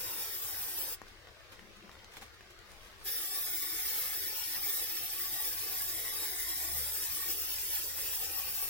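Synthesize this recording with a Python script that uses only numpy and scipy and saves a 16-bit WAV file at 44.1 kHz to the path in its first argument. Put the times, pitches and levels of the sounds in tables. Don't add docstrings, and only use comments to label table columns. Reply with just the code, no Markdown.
import sys
import numpy as np
from scipy import signal
from scipy.fft import rfft, irfft, next_fast_len
from scipy.io import wavfile
from scipy.ndimage import uniform_filter1d, map_coordinates

SR = 44100
rng = np.random.default_rng(int(sys.argv[2]) if len(sys.argv) > 2 else 0)


def to_wav(s):
    ch = np.atleast_2d(s).T
    pcm = np.round(np.clip(ch, -1, 1) * 32767)
    wavfile.write(sys.argv[1], SR, pcm.astype(np.int16))


N = 383229

# open t/s, shut t/s
PRESSES = [(-1, .946), (3.05, 10)]
# jet/dB, hollows/dB, background turned down/dB
PRESS_LEVELS = [(-35.5, -56, -1), (-32, -56.5, 17)]
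# t/s, height/m
STROKES = [(0, 0.15), (.5, 0.28), (.75, 0.135), (1, 0.29), (3.05, 0.301), (3.35, 0.47), (3.85, 0.371),
           (4.12, 0.45), (4.43, 0.004), (4.63, 0.352), (4.8, 0.405), (4.95, 0.0676), (5.1, 0.0361),
           (5.27, 0.392), (5.42, 0.357), (5.56, 0.093), (5.72, 0.08), (5.9, 0.474), (6.7, 0.452),
           (7.05, 0.274), (7.5, 0.0816), (8, 0.2138), (8.4, 0.026), (8.69, 0.0535)]
# f/Hz, level/dB
JET_SPECTRUM = [(3600, -37), (6200, -11.5), (7300, -11), (9200, -8), (10500, -6.5), (12500, -4), (14500, 1),
                (15700, 2)]
# t/s, gain/dB
JET_BODY_GAIN = [(.5, 2), (3.05, -1.7), (3.9, -0.5), (4.5, 0.5), (5.5, 0), (6.1, -.5), (6.8, 1), (7.5, 2.3),
                 (8.69, 0.8)]
# t/s, gain/dB
SIZZLE_GAIN = [(0, 2), (.95, 2), (3.05, -0.5), (3.6, -1.5), (4, 0.5), (4.4, 0.5), (4.85, 1), (5.3, 1),
               (5.7, 1), (6.1, -3), (6.8, -0.7), (7.5, 2), (8.1, 1), (8.69, 2.2)]
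# t/s, f/Hz
SWISH_CENTRE = [(3.4, 10930), (3.9, 11500), (5.3, 12280), (6.2, 10960), (6.6, 9800), (6.9, 8800),
                (7.4, 7440), (8.69, 7300)]
# f/Hz, level/dB
WASH_SPECTRUM = [(1100, -20), (1650, -5.5), (2300, 0.5), (3000, 0), (4200, 1), (5700, 3.5), (6200, -18),
                 (8300, -53)]
# t/s, gain/dB
WASH_GAIN = [(0, 1.5), (.3, 1.5), (.5, 0), (.95, 1), (3.1, -1), (4, 0.5), (6.2, -0.5), (7, -0.8),
             (7.7, 0.5), (8.69, -2)]
# f/Hz, half width/Hz, glide/(Hz/m), left gain/dB, right gain/dB, swell/(dB/m)
GAP_PEAKS = [(1909, 327, 450, -22, -27.5, 17.5), (2660, 295, -150, -26, -32.5, -31),
             (3567, 430, 650, -24, -23, 11), (4848, 370, 1500, -21.5, -21.5, 8),
             (5460, 520, -100, -19, -21.5, -4)]
# f/Hz, level/dB
HOLLOW_SPECTRUM = [(90, -14.5), (130, -8), (172, 2), (235, -16), (325, -1), (390, -3), (470, -1.5),
                   (560, 0), (660, 0), (780, -3), (940, -3), (1100, 0.5), (1300, -2.5), (1480, -2.5),
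                   (1900, -12.5), (2500, -30.5)]
# delay/ms, path change per height/(m/m), relative level/dB, lag at the right microphone/ms
SHEET_ECHOES = [(.9, 0.706, -3.5, 0.448), (1.7, -0.891, -4.5, -0.516), (2.8, -0.59, -2, 0.69),
                (4.098, 1.192, -6.5, -0.785), (6.3, 0.782, -1.5, 0.601)]
# t/s, relative level/dB, f/Hz, t60/s
TICKS = [(1.017, -34, 1130, 0.0047), (1.068, -46, 1510, .008), (1.082, -43, 4200, .002),
         (1.272, -42, 2010, 0.0052), (1.407, -50, 1650, .006), (1.593, -41, 2010, 0.0063),
         (1.673, -48, 1190, 0.0069), (1.77, -48, 6970, .002), (1.894, -39.5, 1210, 0.0074),
         (1.915, -46, 3750, 0.0068), (1.954, -47, 1400, .008), (1.972, -49, 1600, .006),
         (2.045, -39, 4300, 0.0032), (2.408, -44, 1720, .009), (2.59, -40, 6960, 0.0013),
         (2.718, -40, 9400, 0.0022), (3.015, -46, 1500, .006)]
# multiple of its pitch, relative level/dB
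TICK_MODES = [(.42, -10), (.71, -8), (1, -2), (1.43, -6)]
# t/s, level/dB, rise/s, t60/s
SCUFFS = [(1.06, -56, 0.018, 0.17), (1.517, -51, .005, 0.17), (1.58, -59, .01, .2),
          (1.912, -54, .005, 0.17), (2.11, -47.5, 0.022, 0.31), (2.168, -46, .001, 0.064),
          (2.21, -46, 0.0047, 0.18), (2.5, -50, 0.0053, 0.092)]
# f/Hz, level/dB
SCUFF_SPECTRUM = [(300, -7.5), (900, -4), (2200, -2), (4000, -7.5), (8000, -11.5), (15000, -15)]
# f/Hz, level/dB
ROLL_SPECTRUM = [(60, -20), (150, 3), (200, 12.5), (260, -3), (340, 7), (600, -12), (1500, -33)]
# t/s, level/dB, length/s
RUSTLES = [(1.092, -59.5, 0.066), (1.233, -69, .04), (1.527, -54.5, 0.028), (1.765, -58, .015),
           (2.172, -46.5, 0.015), (2.227, -58, 0.048), (2.346, -59, .02), (2.714, -62, 0.072),
           (2.854, -57, 0.23), (3.027, -53.5, 0.038)]
# f/Hz, level/dB
RUSTLE_SPECTRUM = [(1000, 5), (4000, 5.5), (8000, -5.5), (9400, 2), (10500, -5), (15800, -4)]
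# t/s, f/Hz, relative level/dB
MOTOR_RUN = [(5.2, 90.8, -64), (5.38, 97.4, -68), (5.93, 94.2, -63), (6.33, 59, -65.5), (6.45, 58.8, -57),
             (6.61, 65.9, -59), (6.75, 71.2, -50.5), (7.04, 74.2, -63.5), (8.31, 77.5, -61),
             (8.69, 82, -67)]
# f/Hz, level/dB
AIR_SPECTRUM = [(70, -25), (130, -40), (190, -1), (260, -14), (330, 0), (470, 0.5), (950, -4), (1150, -1),
                (1900, 0), (2600, -3.5), (5200, -7), (7200, -16), (10600, -21.5), (15800, -20.5)]
# f/Hz, level/dB
RUMBLE_SPECTRUM = [(10, -48), (18, 2), (38, -5.5), (75, -4), (110, -6.5), (160, -26), (230, -40)]
# f/Hz, t60/s
ROOM_DECAY = [(200, 0.18), (2000, 0.075), (8000, 0.13), (15000, 0.027)]
# f/Hz, correlation
MIC_CORRELATION = [(60, 0.42), (300, 0.81), (700, 0.71), (1400, 0.21), (3000, -0.28), (7000, 0.11)]
# f/Hz, left over right/dB
MIC_BALANCE = [(60, 4.5), (400, 7), (1300, 3.5), (2400, 1), (4400, 0.5), (8000, -0.1), (13000, -0.9)]

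SPURT_DB, SPURT_S = 2.5, 0.031
SAG_DB_PER_S = 0.02
JET_LIFT_DB_PER_M, HOLLOW_LIFT_DB_PER_M = 8.5, 2.5
WASH_DB, WASH_SPURT_DB = -17.5, 5.5
CABINET_MS, CABINET_FOLLOW, CABINET_SKEW_MS = 2.45, 0.17, 0.053
ROLL_DB, ROLL_START_S, ROLL_STOP_S = -65, 1.58, 2.08
AIR_DB, RUMBLE_DB = -57, -62.0
TOP_HZ = 15950
SOUND_SPEED = 343


def spray():
    age, press_db, hollow_db = press()
    spurt = (age / SPURT_S * np.exp(1 - age / SPURT_S)) ** 2
    sag_db = SAG_DB_PER_S * age
    flow = valve(open_s=0.012, shut_s=0.0092) * amp(0.89 * wobble(30) + 0.14 * wobble(270))
    nozzle = flow * jet(press_db + SPURT_DB * spurt - sag_db)
    mist = flow * amp(press_db + WASH_SPURT_DB * spurt) * wash()
    hollow = flow * amp(hollow_db + HOLLOW_LIFT_DB_PER_M * can_height() - sag_db) * hollows()
    hiss = sweep(np.array([nozzle, nozzle]), lead_ms=0.096, cabinet_db=-5, sheets_db=-2.5, sway_m=0.0356)
    on_wood = sweep(mist, lead_ms=0.082, cabinet_db=-3, sheets_db=-0.5, sway_m=0.0591)
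    return hiss + on_wood + hollow


def jet(pressure_db):
    rush = noise(JET_SPECTRUM, patchy_db=5.5)
    treble = filtered(rush, lambda hz: 1 / (1 + (11000 / (hz + 1)) ** 12))
    sizzle = amp(curves(SIZZLE_GAIN)[0]) * treble
    body = amp(curves(JET_BODY_GAIN)[0]) * (rush - treble)
    return amp(pressure_db + aim_db()) * (sizzle + body + swish())


def swish(gain_db=-23, lift_db_per_m=13):
    return amp(gain_db + lift_db_per_m * can_height()) * band(curves(SWISH_CENTRE)[0], half_width_hz=890)


def wash():
    height = can_height()
    out = amp(WASH_DB) * noise(WASH_SPECTRUM, patchy_db=3.0)
    for hz, width_hz, glide, left_db, right_db, swell in GAP_PEAKS:
        peak = amp(swell * height) * band(hz + glide * height, width_hz)
        out = out + amp([[left_db], [right_db]]) * peak
    return amp(curves(WASH_GAIN)[0]) * out


def hollows(echo_db=-3.5):
    body = diffuse(HOLLOW_SPECTRUM, patchy_db=8.0) * amp(0.41 * wobble(16))
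    reflected = echo(body, CABINET_MS, CABINET_FOLLOW, sway_m=0.051, skew_ms=CABINET_SKEW_MS)
    return unit(body + amp(echo_db) * reflected)


def valve(open_s, shut_s):
    return sum(gate(on, off, open_s, shut_s) for on, off in PRESSES)


def press():
    on, off = np.transpose(PRESSES)
    jet_db, hollow_db, _ = np.transpose(PRESS_LEVELS)
    which = np.searchsorted((off[:-1] + on[1:]) / 2, clock())
    return np.maximum(clock() - on[which], 0), jet_db[which], hollow_db[which]


def can_height():
    height = uniform_filter1d(curves(STROKES)[0], size=SR // 5)
    return height - height.mean()


def aim_db(flick_start_s=5.74, flick_hz=5, flick_db=0.5):
    flicks = np.sin(2 * np.pi * flick_hz * np.maximum(clock() - flick_start_s, 0))
    return JET_LIFT_DB_PER_M * can_height() + flick_db * flicks + 0.5 * wobble(6.5)


def sweep(pair, lead_ms, cabinet_db, sheets_db, sway_m):
    out = np.array([pair[0], late(pair[1], lead_ms / 1000)])
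    out += amp(cabinet_db) * echo(pair, CABINET_MS, CABINET_FOLLOW, sway_m, CABINET_SKEW_MS)
    for delay_ms, follow, db, skew_ms in SHEET_ECHOES:
        out += amp(sheets_db + db) * echo(pair, delay_ms, follow, sway_m, skew_ms)
    return out * np.std(pair) / np.std(out)


def echo(pair, delay_ms, follow, sway_m, skew_ms):
    path_change_m = follow * can_height() + sway_m * wobble(3.5)
    delay = delay_ms / 1000 + path_change_m / SOUND_SPEED
    return np.array([late(x, delay + side * skew_ms / 1000) for x, side in zip(pair, (-.5, .5))])


def ticks(tiny_per_s=22, tiny_db=-56, tiny_t60=0.0079):
    out, t = np.zeros((2, N)), np.arange(SR // 20) / SR
    start, end = PRESSES[0][1], PRESSES[1][0]
    tiny = [(start + when * (end - start), tiny_db + 6 * size, 900 * 4 ** high, tiny_t60)
            for when, size, high in rng.random((int(tiny_per_s * (end - start)), 3))]
    for s, db, hz, t60 in list(TICKS) + tiny:
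        knock = 0
        for ratio, mode_db in TICK_MODES:
            phase = 2 * np.pi * ratio * hz * t + rng.normal(0, 0.5, (2, 1))
            knock += amp(mode_db - 60 * t / t60) * np.sin(phase)
        crack = 0.21 * rng.standard_normal((2, len(t))) * amp(-60 * t / 0.014)
        attack = 1 - np.exp(-t * hz * 2.2)
        out[:, round(s * SR):][:, :len(t)] += amp(db + 6.0) * (knock + crack) * attack
    return filtered(out, lambda hz: 1 / (1 + 1j * hz / 7000))


def turning():
    rub = np.zeros(N)
    for s, db, rise, t60 in SCUFFS:
        age = np.maximum(clock() - s, 0)
        rub += amp(db - 60 * age / t60) * (1 - np.exp(-age / rise))
    stir = sum(amp(db) * np.exp(-2 * np.abs(clock() - s) / length) for s, db, length in RUSTLES)
    grain = unit(amp(2.2 * wobble(460)))
    rolling = gate(ROLL_START_S, ROLL_STOP_S, rise_s=.03, fall_s=0.19)
    roll = amp(ROLL_DB) * rolling * diffuse(ROLL_SPECTRUM, patchy_db=9)
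    scuff = rub * diffuse(SCUFF_SPECTRUM, patchy_db=2.0)
    rustle = stir * diffuse(RUSTLE_SPECTRUM, patchy_db=12)
    return roll + grain * (scuff + rustle)


def room(x):
    hz, t, spectra = signal.stft(rng.standard_normal((2, SR // 3)), SR, nperseg=256)
    decay = amp(-60 * t / along(ROOM_DECAY, hz)[:, None])
    tail = signal.istft(spectra * decay, SR, nperseg=256)[1]
    return signal.fftconvolve(x, tail / np.linalg.norm(tail[0]), axes=1)[:, :N]


def motor():
    hz, db = curves(MOTOR_RUN)
    phase = 2 * np.pi * np.cumsum(hz * (1 + 0.0073 * wobble(13))) / SR
    first = amp(0.55 * wobble(15)) * np.sin(phase + 0.16 * wobble(27))
    second = amp(-19.5 + 6.6 * wobble(18.0)) * np.sin(2 * phase + 0.97 * wobble(50))
    return amp(db + 2.0) * (first + second) * (clock() > MOTOR_RUN[0][0])


def room_tone():
    turn_down_db = sum(db * gate(on, off, rise_s=0.0059, fall_s=0.028)
                       for (on, off), (_, _, db) in zip(PRESSES, PRESS_LEVELS))
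    air = amp(AIR_DB + 0.13 * wobble(14)) * diffuse(AIR_SPECTRUM, patchy_db=5.5)
    rumble = amp(RUMBLE_DB + 0.44 * wobble(6.9)) * diffuse(RUMBLE_SPECTRUM, patchy_db=5.0)
    return amp(-turn_down_db) * air + rumble


def diffuse(spectrum, patchy_db):
    turn = lambda hz: np.arccos(np.clip(along(MIC_CORRELATION, hz), -1, 1)) / 2
    pair = np.array([noise(spectrum, patchy_db, size=1536) for _ in range(2)])
    mid, side = filtered(pair, lambda hz: np.array([np.cos(turn(hz)), np.sin(turn(hz))]))
    return unit(np.array([mid + side, mid - side]))


def noise(spectrum, patchy_db, size=1024):
    spectra = signal.stft(rng.standard_normal(N), nperseg=size)[2]
    field = rng.standard_normal((2, *spectra.shape))
    for _ in range(2):
        field = uniform_filter1d(uniform_filter1d(field, size=4, axis=1), size=5, axis=2)
    power = np.sum(unit(field) ** 2, axis=0)
    fading_db = 10 * np.log10(power / (1 + power / 2) + .01)
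    patchy = signal.istft(spectra * amp(patchy_db * fading_db / fading_db.std()), nperseg=size)[1][:N]
    return unit(filtered(patchy, lambda hz: amp(along(spectrum, hz))))


def band(centre_hz, half_width_hz):
    slow = filtered(rng.standard_normal(N), lambda hz: 1 / (1 + (hz / half_width_hz) ** 3))
    return unit(slow * np.sin(2 * np.pi * np.cumsum(centre_hz) / SR))


def late(x, delay):
    fine = signal.resample_poly(x, 4, 1)
    return np.interp((clock() - delay) * SR * 4, np.arange(len(fine)), fine, left=0, right=0)


def filtered(x, response):
    size = next_fast_len(N + SR // 4)
    return irfft(rfft(x, size) * response(np.fft.rfftfreq(size, 1 / SR)), size)[..., :N]


def gate(start, stop, rise_s, fall_s):
    t = clock()
    return (1 + np.tanh((t - start) / rise_s)) * (1 - np.tanh((t - stop) / fall_s)) / 4


def wobble(rate):
    return map_coordinates(rng.standard_normal(int(N * rate / SR) + 4), [clock() * rate])


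def curves(rows):
    times, *columns = np.transpose(rows)
    return [np.interp(clock(), times, column) for column in columns]


def along(points, hz):
    freqs, values = np.transpose(points)
    return np.interp(np.log(hz + 1), np.log(freqs + 1), values)


def clock():
    return np.arange(N) / SR


def amp(db):
    return 10 ** (np.asarray(db) / 20)


def unit(x):
    return x / np.sqrt(np.mean(x ** 2) + 1e-20)


def scene():
    near = spray() + ticks() + turning()
    return near + amp(-7.5) * room(near) + room_tone() + motor()


def record(dry):
    return filtered(dry, lambda hz: amp(np.outer([.5, -.5], along(MIC_BALANCE, hz))) * (hz < TOP_HZ))


dry = scene()
out = record(dry)
to_wav(out)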